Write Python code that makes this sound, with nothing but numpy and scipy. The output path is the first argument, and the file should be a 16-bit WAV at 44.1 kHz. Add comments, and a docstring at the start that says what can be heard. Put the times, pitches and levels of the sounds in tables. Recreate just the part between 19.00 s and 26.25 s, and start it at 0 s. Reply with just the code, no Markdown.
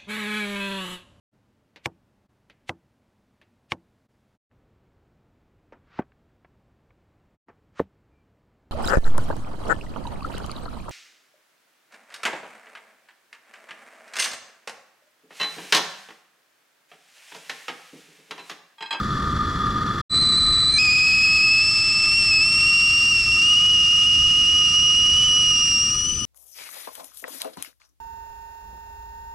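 """Kettle whistling on a camp stove

A kettle boils on a gas camp stove outdoors, heard from close by. At first steam only blows through the spout:
noise shaped by air resonances, over the rumble of burner and water and a light breeze. Then, after a short
silent gap, the scene changes: the cap whistles, built from jittering sine partials with echoes and steam hiss:
a shrill mode first, then a lower one with overtones that climbs as the steam builds. Near the end the hiss
fades, the roar rises and the whistle moves to the left."""
import sys
import numpy as np
from scipy import signal
from scipy.fft import rfft, irfft
from scipy.io import wavfile
from scipy.ndimage import uniform_filter1d

SR = 44100
rng = np.random.default_rng(int(sys.argv[2]) if len(sys.argv) > 2 else 0)


def master_out(mix):
    """Clip the mix to full scale and print it as 16-bit PCM to the path in sys.argv[1]."""
    frames = np.transpose(np.atleast_2d(mix))
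    ceiling = np.clip(frames, -1, 1)
    pcm = np.round(ceiling * 32767).astype(np.int16)
    wavfile.write(sys.argv[1], SR, pcm)


N = 319794
T = np.arange(N) / SR  # time of every sample in seconds
FREQS = np.fft.rfftfreq(N, 1 / SR)

MODE_JUMP_S = 1.784  # the whistle jumps from the shrill mode to the main one
# from this moment the steam fades and the roar rises
LATE_S, LATE_HISS_FADE_DB_PER_S, LATE_HOLLOW_FADE_DB_PER_S, LATE_ROAR_RISE_DB_PER_S = 6.73, 14.5, 13, 4.5


def amp(db):
    """Decibels to gain."""
    return 10 ** (np.asarray(db) / 20)


def curves(rows):
    """Each column of a table, joined by straight lines in time."""
    seconds, *columns = np.transpose(rows)
    return [np.interp(T, seconds, column) for column in columns]


def ramp(start, length):
    """Rises from 0 to 1, both times in seconds."""
    return np.clip((T - start) / length, 0, 1)


def since(start):
    """Seconds gone by after a moment, zero before it."""
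    return np.maximum(T - start, 0)


def swells(rows):
    """Sum of smooth bumps, one for each row of time, half length and height."""
    return sum(height * np.exp(-((T - s) / half) ** 2) for s, half, height in rows)


def colour(points):
    """Gain at every frequency from a short spectrum."""
    hz, db = np.transpose(points)
    return amp(np.interp(np.log(FREQS + 1), np.log(hz), db))


def resonances(modes, skirt=1.5):
    """Gain at every frequency from a few air resonances; a larger skirt falls off faster at the sides."""
    power = 0
    for hz, width, db in modes:
        distance = (FREQS - hz) / (0.49 * width)
        power = power + amp(db) ** 2 / (1 + distance ** 2) ** skirt
    return np.sqrt(power)


def noise(gain, band=(0, SR)):
    """Coloured noise with rms 1 inside a band in Hz."""
    inside = (FREQS >= band[0]) & (FREQS <= band[1])
    coloured = irfft(rfft(rng.standard_normal(N)) * gain, N)
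    return coloured / np.sqrt(np.mean(gain ** 2 * inside))


def wander(slow_hz, fast_hz, slope=0.9):
    """Random drift of rms 1, mostly between a slow and a fast rate."""
    above_slow = FREQS / (FREQS + slow_hz)
    below_fast = 1 / (1 + (FREQS / fast_hz) ** 4)
    return noise((FREQS + slow_hz) ** -slope * above_slow * below_fast)


def wide(gain, side_db, band=(0, SR)):
    """Stereo noise: a part shared by both sides plus a part of opposite sign at side_db."""
    shared = noise(gain, band)
    return shared + np.array([[1], [-1]]) * amp(side_db) * noise(gain, band)


def panned(z, db, lead=0):
    """Places a sound by its left-minus-right level and, if complex, the right side's phase lead in radians."""
    left_right = np.array([[.5], [-.5]])
    sides = amp(left_right * db)
    return (z * sides / sides.mean(0) * np.exp(-1j * left_right * lead)).real


def steady(z):
    """Evens out the level of a complex tone over about 54 ms."""
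    return z / np.sqrt(uniform_filter1d(abs(z) ** 2, size=2400) + 1e-12)


def partial(hz, db, scatter_db, decay=0.0073):
    """One complex partial plus echoes off the stove's wind shields, which turn pitch jitter into flutter."""
    tone = np.exp(2j * np.pi * np.cumsum(hz) / SR)
    t = T[:SR // 20]
    # a dense random burst of echoes that builds up, then dies away (decay in seconds)
    taps = rng.standard_normal(len(t)) * np.exp(-t / decay) * (1 - np.exp(-(t / decay) ** 2))
    echoes = signal.oaconvolve(tone, taps)[:N]
    # the flutter is deepest where the direct sound is weak
    echo_share = np.minimum(amp(scatter_db - db), 1)
    heard = steady(tone + echo_share * steady(echoes))
    return np.sqrt(2) * amp(db) * heard


# Colours of the roar, the breeze and the thin high hiss.
# Each row: frequency in Hz, relative level in dB per Hz.
ROAR_COLOUR = [(15, -25), (40, -8), (80, -0.5), (130, -1), (165, -3.5), (210, -4), (300, -8.5), (400, -13),
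               (520, -21), (750, -30), (1200, -33), (3000, -62.5)]
BREEZE_COLOUR = [(5, -9), (20, -2.5), (45, 1), (80, 0.5), (130, -6.5), (300, -36.5), (1000, -84)]
AIR_COLOUR = [(9000, -24), (11200, -17.5), (12000, 4.5), (12700, -10), (15000, -16.5)]
# Gusts of the breeze. Each row: time in seconds, half length in seconds, lift in dB.
GUSTS = [(.3, 0.52, 8), (1.42, 0.25, 9), (3.3, .2, 2), (3.85, 0.13, 3.5), (4.32, 0.047, 8),
         (5.23, .085, 12), (6.15, .15, 6), (7.15, 0.22, 3)]
# the roar is loud at first and settles as the whistle takes over
ROAR_DB, SETTLED_ROAR_DB, SETTLE_START_S, SETTLE_LENGTH_S = -31, -42.5, 0.87, 1.24
BREEZE_DB, AIR_DB, AIR_RISE_DB = -42.3, -69.5, 5.5


def stove():
    """Low roar of flame and rolling water, a thin high hiss and a light breeze, all coloured noise."""
    roar_db = ROAR_DB + (SETTLED_ROAR_DB - ROAR_DB) * ramp(SETTLE_START_S, SETTLE_LENGTH_S)
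    roar_db = roar_db + LATE_ROAR_RISE_DB_PER_S * since(LATE_S)
    roar = amp(roar_db) * wide(colour(ROAR_COLOUR), side_db=-31.5, band=(130, 450))
    breeze = amp(BREEZE_DB + swells(GUSTS)) * wide(colour(BREEZE_COLOUR), side_db=-29)
    air_db = AIR_DB + AIR_RISE_DB * ramp(2.7, 0.9)
    air = amp(air_db) * wide(colour(AIR_COLOUR), side_db=4)
    return roar + breeze + panned(air, db=-1.5)


# Air resonances of kettle and spout while steam only blows.
# Each row: frequency in Hz, width scale in Hz, relative level in dB.
BLOW_MODES = [(1213, 39.6, -0.5), (1337, 140, -15.5), (1755, 156, -20), (3427, 117, -20), (4880, 77, -32),
              (5700, 140, -34), (7020, 160, -44)]
# Colour of the blowing hiss. Each row: frequency in Hz, relative level in dB per Hz.
BLOW_COLOUR = [(300, -28), (800, -12), (1400, 5.5), (2300, -8), (3000, -4.5), (4400, 4), (5500, -6.5),
               (7500, -9), (8300, -16), (9900, -15.5), (11400, -31), (12000, -24), (12700, -30),
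               (15000, -47)]
BLOW_DB, BLOW_HISS_DB = -26, -43


def blowing():
    """Too weak to whistle yet, steam rings the spout with a husky, sputtering note."""
    note_db = BLOW_DB + 1.2 * (ramp(0, 0.63) - 0.5)  # swells slightly at the start
    note = amp(note_db) * noise(resonances(BLOW_MODES, skirt=1.36))
    hiss = amp(BLOW_HISS_DB) * wide(colour(BLOW_COLOUR), side_db=-9)
    sputter_db = 1.3 * wander(slow_hz=12, fast_hz=90, slope=.5)
    placed = panned(signal.hilbert(note), db=1.0, lead=0.66)
    return (placed + hiss) * amp(sputter_db)


# Colours of the jet: under the shrill mode, then early and late under the main mode.
# Each row: frequency in Hz, relative level in dB per Hz.
SHRILL_JET_COLOUR = [(300, -14), (700, 12), (1500, 7), (2000, 17.5), (2350, 15.5), (2750, 5), (3600, 17),
                     (4300, 28.5), (5200, 8), (6300, 9), (6900, -1), (8200, 17), (9000, -18), (15000, -41)]
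EARLY_JET_COLOUR = [(300, -24), (700, -8), (1500, -7.5), (2500, 2), (3950, -4), (4400, 7.5), (5200, 7.5),
                    (6050, -10.5), (6600, -2), (7400, -1), (8500, -8.5), (10300, -13.5), (11300, -35),
                    (12400, -20), (15300, -36)]
LATE_JET_COLOUR = [(300, -19.5), (700, -10.5), (1500, -8), (2100, -5.5), (2500, 4.5), (3950, -3.5),
                   (4600, 4), (5400, 8.5), (6500, -0.5), (8300, -7.5), (10300, -13), (11100, -24.5),
                   (12100, -20), (15300, -34.5)]
# Kettle resonances that lift bands of the hiss. Each row: frequency in Hz, width scale in Hz, lift in dB.
HISS_BANDS = [(2345, 220, 2), (3376, 260, 5.5), (4510, 150, 3), (4900, 140, 3.5), (7160, 260, 4),
              (7800, 200, 5.5), (9500, 320, 1), (10200, 250, 2.5)]
# Air resonances of the spout. Each row: frequency in Hz, width scale in Hz, relative level in dB.
SPOUT_MODES = [(1237, 37, 1.5), (1320, 138, -11.5), (1825, 133, -14.5)]
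# Drift of the whistle between the ears; the hiss follows part of it.
# Each row: time in seconds, first partial's left-minus-right level in dB, the same for the second partial
# in dB, phase lead of the right side in radians.
PAN = [(3.6, 0, 0, 0), (3.7, 0, 1, 0.053), (4.45, -.6, 3.5, 0.28), (4.65, -0.5, -8, 0.4),
       (5.3, -1.7, -13, 0.42), (5.55, -2, -5.5, 0.56), (6.2, -2.5, -3, 0.47), (6.7, -2, -0.5, 0.58),
       (7.0, 5.5, 4, 0.23), (7.25, 11, 9, -0.27)]
# hiss of the jet and hollow note of the spout, under the shrill mode and at the start of the main one
SHRILL_HISS_DB, HISS_DB, SHRILL_HOLLOW_DB, HOLLOW_DB = -56.5, -44, -33.5, -40
HISS_FADE_DB_PER_S = 0.29


def steam():
    """The jet hisses and sounds the hollow of the spout, all of it sputtering together."""
    band = (6300, 7200)  # Hz, where the hiss levels apply
    lift_db = 0
    for hz, width, db in HISS_BANDS:
        lift_db = lift_db + db * np.exp(-((FREQS - hz) / (0.48 * width)) ** 2)
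    lift = amp(lift_db)
    jumped = ramp(MODE_JUMP_S - .002, 0.0062)
    full = ramp(3.7, 1.0)  # the hiss broadens at full boil

    hiss_db = SHRILL_HISS_DB + (HISS_DB - SHRILL_HISS_DB) * jumped
    hiss_db = hiss_db - HISS_FADE_DB_PER_S * since(MODE_JUMP_S)
    hiss_db = hiss_db - LATE_HISS_FADE_DB_PER_S * since(LATE_S)
    hollow_db = SHRILL_HOLLOW_DB + (HOLLOW_DB - SHRILL_HOLLOW_DB) * ramp(1.57, 0.25)
    hollow_db = hollow_db - LATE_HOLLOW_FADE_DB_PER_S * since(LATE_S)

    # equal-power crossfades between the three colours
    jet = np.sqrt(1 - jumped) * noise(colour(SHRILL_JET_COLOUR), band)
    jet = jet + np.sqrt(jumped * (1 - full)) * noise(lift * colour(EARLY_JET_COLOUR), band)
    jet = jet + np.sqrt(full) * wide(lift * colour(LATE_JET_COLOUR), side_db=-25, band=band)
    jet = panned(jet, 0.78 * curves(PAN)[0])
    hollow = noise(resonances(SPOUT_MODES))
    sputter_db = 0.99 * wander(slow_hz=5.5, fast_hz=120, slope=1.0)
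    return (jet * amp(hiss_db) + hollow * amp(hollow_db)) * amp(sputter_db)


# Surges and lulls of steam pressure bend whichever mode is sounding.
# Each row: time in seconds, half length in seconds, pitch change in Hz.
SURGES = [(1.218, .012, 104), (1.345, 0.021, -44), (1.377, 0.0088, 86), (1.567, .014, -59.5),
          (1.655, 0.027, -35.5), (1.745, 0.048, 59.5), (1.825, .02, 38), (1.881, 0.01806, -47.5),
          (2.072, 0.01214, 44.5), (2.705, .069, 40.5), (3.17, 0.071, 42.5), (3.373, 0.082, -110),
          (4.1, .015, 40), (4.224, 0.093, -100), (4.366, .072, -71), (4.674, .1, 42), (4.88, 0.024, -30),
          (5.567, 0.022, 49), (5.708, .029, -64), (6.25, .11, 60.5), (6.57, 0.051, -40.5),
          (6.78, .17, -95.5), (7.132, 0.14, 66)]
# The fundamental of either mode drops away for an instant.
# Each row: time in seconds, half length in seconds, level change in dB.
DIPS = [(1.725, 0.0042, -6), (2.655, .016, -5), (2.73, 0.018, -5), (3.27, .04, -2.5), (3.52, 0.068, -3.5),
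        (4.24, 0.023, -6.5), (5.71, .025, -2), (6.95, .03, -4.5), (7.175, 0.039, -8.5)]
# centre pitch, and levels of the fundamental and its octave
SHRILL_HZ, SHRILL_DB, SHRILL_OCTAVE_DB = 4010, -18, -34.5


def shrill_whistle():
    """The upper mode of the cap; the lower mode stirs beneath it, mixes with it and finally takes over."""
    first_db = SHRILL_DB + swells(DIPS)
    second_db = SHRILL_OCTAVE_DB + 1.7 * wander(slow_hz=8, fast_hz=40, slope=.5)
    hz = SHRILL_HZ + swells(SURGES) + 27 * wander(slow_hz=14, fast_hz=300, slope=.8)
    # level flutter in dB just before the break
    faltering_db = ramp(1.67, .05) * 2.5 * wander(slow_hz=40, fast_hz=90)
    tone = partial(hz, first_db, scatter_db=-37.5) + partial(2 * hz, second_db, scatter_db=-39.5)
    tone = amp(faltering_db) * tone
    # faint partials at 3, 3/2 and 5/2 times the pitch
    tone += partial(3 * hz, first_db - 62, scatter_db=-74)
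    tone += partial(3 * hz / 2, first_db - 36.0, scatter_db=-56)
    tone += partial(5 * hz / 2, first_db - 51, scatter_db=-68)

    lower_hz = 2340 + 25 * wander(slow_hz=30, fast_hz=200, slope=.7)
    lower_db = -49 + 21 * ramp(1.67, MODE_JUMP_S - 1.68) ** 2
    tone += partial(lower_hz, lower_db, scatter_db=-49)
    # sum and difference tones of the two modes
    for mixed_hz, db in [(hz + lower_hz, -9), (hz - lower_hz, -9), (2 * hz - lower_hz, -12)]:
        tone += partial(mixed_hz, lower_db + db, scatter_db=-56)
    return tone.real * (1 - ramp(MODE_JUMP_S - .005, 0.012))


# Levels of the main mode's partials at the listener.
# Each row: time in seconds, first partial in dB, second partial in dB, third partial in dB.
PARTIALS = [(1.8, -18.5, -21, -36.5), (2.05, -18, -24.5, -38), (2.58, -17.5, -22, -39.5),
            (2.68, -20.5, -19.7, -37), (2.85, -23.5, -21.5, -37.5), (3.35, -18.5, -20.5, -36.5),
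            (3.55, -18, -21, -35.5), (3.75, -17.3, -24, -37.7), (4.33, -18.5, -25.5, -40.5),
            (4.5, -15.2, -29.5, -43.5), (4.6, -16, -34, -49), (5.4, -16.5, -33.5, -49.5),
            (5.8, -17, -26, -46), (6.1, -16.6, -29, -45.2), (6.5, -18, -24, -43.7),
            (6.8, -23, -20.5, -41.5), (7.1, -29.5, -25.5, -43.5), (7.25, -28, -29, -46)]
# the main mode climbs with the steam until full boil, then only creeps
FULL_BOIL_S, START_HZ, CLIMB_HZ_PER_S, CREEP_HZ_PER_S = 4.5, 2498, 128.6, 24.3
# rms shaking of the pitch: slow from bubbling, fast from turbulence, which calms towards full boil
BUBBLING_HZ, EARLY_JITTER_HZ, LATE_JITTER_HZ = 14.5, 18, 13.5
# a breathy strand of hiss below the octave: distance, rms blur of its pitch, level
STRAND_BELOW_HZ, STRAND_BLUR_HZ, STRAND_DB = 590, 65, -39.5


def main_whistle():
    """Vortices between the cap's two holes lock to its lower mode; the boil and turbulence shake the pitch."""
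    first_db, second_db, third_db = curves(PARTIALS)
    first_db = first_db + swells(DIPS)
    # both partials waver more when weak
    first_waver_db = np.minimum(0.39 * amp(-16 - first_db), 2.1)
    first_db = first_db + first_waver_db * wander(slow_hz=6, fast_hz=100, slope=.6)
    second_waver_db = np.minimum(0.62 * amp(-20 - second_db), 1.3)
    second_db = second_db + second_waver_db * wander(slow_hz=3.4, fast_hz=100, slope=0.8)

    climb_hz = CLIMB_HZ_PER_S * (since(MODE_JUMP_S) - since(FULL_BOIL_S))
    climb_hz = climb_hz + CREEP_HZ_PER_S * since(FULL_BOIL_S)
    bubbling_hz = BUBBLING_HZ * wander(slow_hz=9, fast_hz=40, slope=.75)
    jitter_depth_hz = np.interp(T, [3.5, FULL_BOIL_S], [EARLY_JITTER_HZ, LATE_JITTER_HZ])
    jitter_hz = jitter_depth_hz * wander(slow_hz=30, fast_hz=320, slope=.75)
    hz = START_HZ + climb_hz + swells(SURGES) + bubbling_hz + jitter_hz
    hz = hz - 125 * np.exp(-since(MODE_JUMP_S) / 0.00897)  # the new mode starts flat and pulls in

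    first_pan, second_pan, lead = curves(PAN)
    first = panned(partial(hz, first_db, scatter_db=-34, decay=0.0045), first_pan, lead)
    second = panned(partial(2 * hz, second_db, scatter_db=-37.0, decay=0.0031), second_pan, lead)
    upper = partial(3 * hz, third_db, scatter_db=-45, decay=0.0024)
    upper += partial(4 * hz, third_db - 22, scatter_db=-67, decay=.003)
    blur_hz = STRAND_BLUR_HZ * wander(slow_hz=60, fast_hz=400, slope=.5)
    strand_hz = 2 * hz - STRAND_BELOW_HZ + blur_hz
    strand_db = STRAND_DB - LATE_HISS_FADE_DB_PER_S * since(LATE_S)
    upper += partial(strand_hz, strand_db, scatter_db=-36, decay=.002)
    whistle = first + second + panned(upper, first_pan, lead)
    return whistle * ramp(MODE_JUMP_S - .003, 0.0036)


# The silent gap between the two scenes: its start in seconds, its end in seconds.
SILENCE = (1.013, 1.095)


def scene():
    """Two scenes one after the other, with a short silent gap between: the husky kettle, then the whistling
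    kettle, which fades in."""
    before = 1 - ramp(SILENCE[0] - .003, 0.0054)
    after = ramp(SILENCE[1], 0.05)
    whistling = stove_free = steam() + shrill_whistle() + main_whistle()
    return (before + after) * stove() + before * blowing() + after * whistling


EDGE_HZ = 15700


def record(dry):
    """The band limit of the recorder: a low-pass filter that removes what lies above the edge."""
    lowpass = signal.firwin(511, EDGE_HZ, window=("kaiser", 9), fs=SR)
    return signal.oaconvolve(dry, lowpass[None], "same")


dry = scene()
out = record(dry)
master_out(out)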